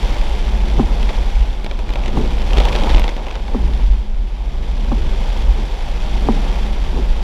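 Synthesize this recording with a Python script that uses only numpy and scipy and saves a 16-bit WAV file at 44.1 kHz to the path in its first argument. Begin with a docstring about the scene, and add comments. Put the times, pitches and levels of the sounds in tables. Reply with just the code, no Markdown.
"""Inside a car driving through a downpour, heard from just behind the windshield.
From the start fine rain, as showers of tiny noise bursts, patters on the glass and drums on the roof, while
filtered noise makes the tyre roar and the body boom, swelling at bumps. The wiper rubber rubs at each turn;
at every other turn the linkage knocks (ringing modes) and a panel booms (a falling tone). From about one
second fat drips smack, crack and thud as single bursts; then coarse spatter falls under overhanging trees."""
import sys
import numpy as np
from scipy import signal
from scipy.fft import rfft, irfft, next_fast_len
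from scipy.io import wavfile
from scipy.ndimage import uniform_filter1d

SR = 44100
rng = np.random.default_rng(int(sys.argv[2]) if len(sys.argv) > 2 else 0)


def digitize_waveform(pressure):
    """Quantize a signal to 16-bit integers and store it at the path in sys.argv[1].

    Rows of a 2-D input are taken as channels; values are limited to [-1, 1].
    """
    field = np.atleast_2d(pressure).T
    bounded = np.clip(field, -1, 1)
    quanta = np.round(bounded * 32767).astype(np.int16)
    wavfile.write(sys.argv[1], SR, quanta)


N = 318834

# Roof heard through its lining, relative spectrum: f/Hz, level/dB
ROOF_SPECTRUM = [(120, -9.5), (250, -4), (380, -4), (560, 1.5), (680, -2.5), (800, 1.5), (920, -1),
                 (1100, -8.5), (1400, -12.5), (2500, -38.5)]
# Glass struck by large drops, relative spectrum: f/Hz, level/dB
DRIP_SPECTRUM = [(400, 12.5), (1200, -3.5), (2300, 6), (3500, 4.5), (4600, -5), (6500, -13.5),
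                 (9000, -25.5), (15000, -47)]
# Wiper turns at the foot of the glass: t/s, knock level/dB, panel boom level/dB, relative rubber drag level/dB
FOOT_TURNS = [(0.795, -11, -9, -26), (2.1705, -14.5, -15, -22.5), (3.546, -16, -15, -31.5),
              (4.9172, -15.5, -14.5, -33), (6.287, -9.5, -11.5, -26.5)]


def from_db(db):
    """Decibels to gain."""
    return 10 ** (np.asarray(db) / 20)


def rms_one(x):
    """Scale to unit rms."""
    return x / np.sqrt(np.mean(x ** 2) + 1e-20)


def in_time(rows):
    """Each column of a curve, interpolated sample by sample."""
    s, *columns = np.transpose(rows)
    return [np.interp(np.arange(N) / SR, s, c) for c in columns]


def coloured(x, spectrum):
    """Causal (minimum-phase) filter with the given spectrum; white noise keeps its power."""
    size = 2 * next_fast_len(len(x))
    hz, db = np.transpose(spectrum)
    octave = np.log2(np.fft.rfftfreq(size, 1 / SR) + 1)
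    # above the last point the level falls a further 12 dB per octave
    fall_db = 12 * np.maximum(octave - np.log2(hz[-1]), 0)
    level_db = np.interp(octave, np.log2(hz), db) - fall_db
    # folding the cepstrum onto positive time gives minimum phase
    cepstrum = irfft(np.log(rms_one(from_db(level_db))))
    cepstrum[1:size // 2] *= 2
    cepstrum[size // 2 + 1:] = 0
    response = np.exp(rfft(cepstrum))
    return irfft(rfft(x, size) * response)[:len(x)]


def add(out, s, sound):
    """Mix a short sound in at time s."""
    at = int(np.clip(round(s * SR), 0, N - 1))
    out[at:at + len(sound)] += sound[:N - at]


def ring(force, modes):
    """A force sets damped resonators ringing, each mode at its own level."""
    out = 0
    for hz, db, t60 in modes:
        radius = from_db(-60 / (t60 * SR))
        w = 2 * np.pi * hz / SR
        feedback = [1, -2 * radius * np.cos(w), radius * radius]
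        out = out + from_db(db) * signal.lfilter([0, np.sin(w)], feedback, force + 1e-18)
    return out


def splat(hit_s, tail_s, tail_db):
    """One impact: a brief noise burst plus a longer tail of spatter and cabin reflections; unit energy."""
    t = np.arange(SR // 10) / SR
    envelope = np.exp(-t / hit_s) + from_db(tail_db) * np.exp(-t / tail_s)
    burst = rng.standard_normal(len(t)) * envelope
    return burst / np.linalg.norm(burst)


def shower(per_s, spread_db, hit_s, tail_s, tail_db, count=16):
    """Drops of uneven size land at random on many spots, each spot with its own response; rms 1."""
    at = np.flatnonzero(rng.random(N) < per_s / SR)
    sizes = from_db(spread_db * np.minimum(rng.exponential(1, N), 4))
    spots = rng.integers(0, count, N)
    out = 0
    for spot in range(count):
        hits = np.zeros(N)
        hits[at] = sizes[at] * (spots[at] == spot)
        out = out + signal.oaconvolve(hits, splat(hit_s, tail_s, tail_db))[:N]
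    return rms_one(out)


def rain(glass_db=1.5, roof_db=-34.5, roof_follows=0.9, tree_roof_db=3.5):
    """Bright patter from the glass, duller drumming through the lined roof, coarse spatter under the trees."""
    # Strength of the rain: t/s, level/dB (patter is glass_db above it)
    strength = [(0.0, -34.5), (0.38, -36.5), (0.54, -38), (1.19, -36.5), (1.43, -40), (1.69, -44),
                (1.91, -43), (2.03, -40.5), (2.46, -37), (2.74, -34), (2.94, -33), (3.08, -40), (3.32, -44),
                (3.75, -40), (3.94, -44), (4.15, -49), (4.43, -46), (4.61, -43.5), (5.34, -37),
                (5.6, -39.5), (5.9, -39), (6.48, -36), (6.8, -39.5), (7.23, -39.5)]
    # Glass under fine rain, relative spectrum: f/Hz, level/dB
    glass_spectrum = [(500, -7.5), (1100, -12.5), (1600, -1.5), (2300, -0.5), (2900, -2), (3500, -0.5),
                      (4000, -7.5), (5000, -10.5), (6000, -11.5), (6700, -18), (7400, -16.5), (8400, -24.5),
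                      (10400, -23), (11500, -30.5), (15500, -29)]
    rain_db, = in_time(strength)
    shed = under_trees()
    # roof_db holds at mean rain; roof_follows is the drumming's share of the rain's swing in dB
    drumming_db = roof_db + roof_follows * (rain_db - rain_db.mean())
    # tree_roof_db is the extra drumming under trees, relative to the spatter
    on_roof = np.hypot(from_db(drumming_db), from_db(tree_roof_db) * shed)
    fine_drops = shower(per_s=4200, spread_db=3.3, hit_s=.0004, tail_s=.004, tail_db=-7)
    roof_drops = shower(per_s=900, spread_db=1.5, hit_s=0.0013, tail_s=0.019, tail_db=-3.5)
    tree_drops = shower(per_s=220, spread_db=3.0, hit_s=.0009, tail_s=.003, tail_db=-16)
    patter = from_db(rain_db + glass_db) * coloured(fine_drops, glass_spectrum)
    drumming = on_roof * coloured(roof_drops, ROOF_SPECTRUM)
    spatter = shed * coloured(tree_drops, DRIP_SPECTRUM)
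    return patter + drumming + spatter


def road(roar_db=1, boom_db=-16, boom_follows=0.75, bump_rise_s=0.059, bump_decay_s=0.069):
    """The road shakes the body into a deep boom; the tyres roar, their air cavity ringing near 210 Hz."""
    # Roughness of the road: t/s, level/dB (tyre roar is roar_db above it)
    roughness = [(0.0, -30.5), (0.2, -33.5), (0.44, -32), (0.7, -28), (1.59, -39), (1.75, -36.5),
                 (2.22, -31), (2.82, -29.5), (3.06, -37), (3.32, -42), (3.66, -29), (4.19, -42.5),
                 (4.47, -36.5), (5.05, -29.5), (5.74, -37), (6.24, -29.5), (6.65, -32), (7.23, -33)]
    # Bumps that jolt the body: t/s, boom level/dB
    jolts = [(.23, -12.5), (1.02, -11.5), (1.22, -12), (1.4, -7.5), (2.58, -8.5), (2.96, -4), (3.63, -17),
             (3.89, -5.5), (4.17, -10), (5.49, -7.5), (7.11, -11)]
    # Body boom in the cabin, relative spectrum: f/Hz, level/dB
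    boom_spectrum = [(12, -30.5), (20, -3), (24.5, 2.5), (30, -2.5), (36, 1), (43, -3.5), (50, 1),
                     (56, -5.5), (63, -18.5), (75, -20.5), (95, -30.5), (300, -75)]
    # Tyre roar in the cabin, relative spectrum: f/Hz, level/dB
    tyre_spectrum = [(50, -18.5), (72, 7), (102, -4), (125, 2.5), (160, 1), (197, -1.5), (208, 8), (222, 0),
                     (245, -4), (275, -8), (370, -5), (600, -24), (1500, -38.5)]
    t = np.arange(N) / SR
    road_db, = in_time(roughness)
    # boom_db holds on an average road; boom_follows is the boom's share of the road's swing in dB
    swell = from_db(boom_db + boom_follows * (road_db - road_db.mean()))
    for s, db in jolts:
        jolt = np.exp(-np.maximum((s - t) / bump_rise_s, (t - s) / bump_decay_s))
        swell = np.hypot(swell, from_db(db) * jolt)
    shake = coloured(rng.standard_normal(N), boom_spectrum)
    # even out the shaking, so that road and bumps alone make it swell
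    shake_power = uniform_filter1d(np.abs(signal.hilbert(shake)) ** 2, size=SR // 10)
    boom = swell * rms_one(shake / np.sqrt(shake_power))
    roar = from_db(road_db + roar_db) * coloured(rng.standard_normal(N), tyre_spectrum)
    return boom + roar


def wiper_rubber(lead_s=0.022, trail_s=0.062, roll_s=0.053):
    """The rubber rubs on the glass around each turn: filtered noise swelling up and dying away."""
    # Soft turns at the far end of the sweep: t/s, level/dB
    far_turns = [(0.11, -31.5), (1.47, -38), (2.85, -28), (4.23, -39), (5.60, -29.5), (6.98, -25.5)]
    # Rubber on wet glass, relative spectrum: f/Hz, level/dB
    rubber_spectrum = [(70, -32), (125, 7.5), (175, -5), (212, 7), (290, -1), (380, 1), (600, -16.5),
                       (900, -12), (1400, -28.5), (4000, -35)]
    t = np.arange(N) / SR
    grip = 0
    for s, _, _, drag_db in FOOT_TURNS:
        grip = grip + from_db(drag_db + 7) * np.exp(-np.maximum((s - t) / lead_s, (t - s) / trail_s))
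    for s, db in far_turns:
        grip = grip + from_db(db) * np.exp(-((t - s) / roll_s) ** 2)
    return grip * coloured(rng.standard_normal(N), rubber_spectrum)


def wiper_knocks(panel_hz=212, first_hz=470, settle_s=0.0053, rise_s=0.018, decay_s=0.0094, land_db=-4,
                 bounce_s=0.00261, bounce_db=-6, contact_hz=1250, contact_octaves_per_db=.06):
    """The blades flip over at the foot of the glass: the linkage knocks and the panel booms."""
    # Ringing of the wiper linkage: f/Hz, relative level/dB, t60/s
    linkage_modes = [(277, -8, 0.04), (420, 3, 0.022), (547, -1.5, 0.022), (780, 1, 0.019),
                     (960, -2, 0.012), (1160, -44, 0.031)]
    out = np.zeros(N)
    t = np.arange(SR // 10) / SR
    # bending waves carry the highs fastest, so the boom falls in pitch
    hz = panel_hz + (first_hz - panel_hz) * np.exp(-t / settle_s)
    envelope = (1 - np.exp(-t / rise_s)) ** 2 * np.exp(-t / decay_s)
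    flex = np.sin(2 * np.pi * np.cumsum(hz) / SR) * envelope
    flex = flex / np.abs(flex).max()
    usual_db = np.mean(FOOT_TURNS, axis=0)[1]
    for s, knock_db, boom_db, _ in FOOT_TURNS:
        force = .6 * splat(hit_s=.004, tail_s=.015, tail_db=-12)
        # the blade lands twice
        force[0] += from_db(land_db)
        force[round(bounce_s * SR)] += from_db(land_db + bounce_db)
        # contact_hz tops an average knock; harder ones are brighter
        top_hz = contact_hz * 2 ** (contact_octaves_per_db * (knock_db - usual_db))
        band = signal.butter(3, [110, top_hz], "band", fs=SR, output="sos")
        knock = signal.sosfilt(band, ring(force, linkage_modes))
        add(out, s, from_db(knock_db) * knock + from_db(boom_db) * flex)
    return out


def drips(smack_gain_db=16.5, crack_gain_db=20.5, thud_gain_db=23.5):
    """Each fat drip smacks the glass with a sharp crack and shakes the roof."""
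    # Fat drips off the trees, before the gains above:
    # t/s, smack level/dB, crack level relative to smack/dB, roof thud level relative to smack/dB
    fat_drips = [(1.029, -19, -28, -16), (1.0916, -15.5, -34, -12), (1.0974, -21.5, -31, -3),
                 (1.645, -19, -21, -14), (1.6633, -20, -25, -9), (1.712, -18.5, -35, -7),
                 (1.7906, -21, -27, -6), (1.8915, -20, -46, -18), (1.904, -22, -21, -8),
                 (1.936, -19.5, -21, -12), (1.957, -18.5, -25, -3), (2.0592, -17, -35, -11),
                 (2.0802, -16, -37, -16), (2.5326, -13.5, -27, -10), (2.5716, -14, -25, -16),
                 (2.583, -7, -29, -21), (2.6019, -10.5, -24, -6.5), (2.6529, -12.5, -21, -8),
                 (2.6863, -16, -27, -15), (2.7282, -14, -32, -12), (2.7528, -11.5, -38, -8),
                 (2.761, -13, -37, -8), (2.8943, -12.5, -36, -15), (2.9014, -13.5, -30, -11),
                 (2.9112, -19, -26, -4), (2.9462, -11, -38, -11), (2.9524, -13.5, -31, -9),
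                 (2.9961, -16, -14, -10), (3.041, -13, -37, -9), (3.0793, -14, -29, -11),
                 (3.0914, -15.5, -33, -12), (3.1654, -23, -22, -1), (3.267, -21.5, -36, -2.5),
                 (3.2839, -22.5, -28, -6), (3.3103, -18, -36, -17), (3.3545, -18, -35, -4),
                 (3.4803, -23, -33, -2), (3.7347, -27.5, -32, -13)]
    smack, crack, thud = np.zeros((3, N))
    for s, db, crack_db, thud_db in fat_drips:
        add(smack, s, from_db(db) * splat(hit_s=.0019, tail_s=.008, tail_db=-13))
        add(crack, s, from_db(db + crack_db) * splat(hit_s=.0003, tail_s=.003, tail_db=-19))
        add(thud, s, from_db(db + thud_db) * splat(hit_s=0.0042, tail_s=0.038, tail_db=4))
    crack_band = signal.butter(1, [6000, 14500], "band", fs=SR, output="sos")
    crack = signal.sosfilt(crack_band, crack)
    glass = from_db(smack_gain_db) * coloured(smack, DRIP_SPECTRUM) + from_db(crack_gain_db) * crack
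    return glass + from_db(thud_gain_db) * coloured(thud, ROOF_SPECTRUM)


def under_trees(edge_s=0.025):
    """Level of the water falling from the crowns overhead, fading in and out at their edges."""
    # Overhanging crowns: enter t/s, leave t/s, spatter level/dB
    crowns = [(1.87, 3.426, -41), (2.518, 3.007, -33.5)]
    t = np.arange(N) / SR
    shed = 0
    for enter, leave, db in crowns:
        cover = (np.tanh((t - enter) / edge_s) - np.tanh((t - leave) / edge_s)) / 2
        shed = shed + from_db(db) * cover
    return shed


def scene():
    """Everything as heard just behind the windshield, in one channel."""
    return (rain() + road() + wiper_rubber() + wiper_knocks() + drips())[None]


def record(dry, ceiling=.92, cutoff_hz=15300):
    """The highest peaks are rounded off and the top is cut steeply."""
    rounded = dry / (1 + (dry / ceiling) ** 8) ** (1 / 8)
    top_cut = signal.ellip(12, .1, 80, cutoff_hz, fs=SR, output="sos")
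    return signal.sosfilt(top_cut, rounded)


dry = scene()
out = record(dry)
digitize_waveform(out)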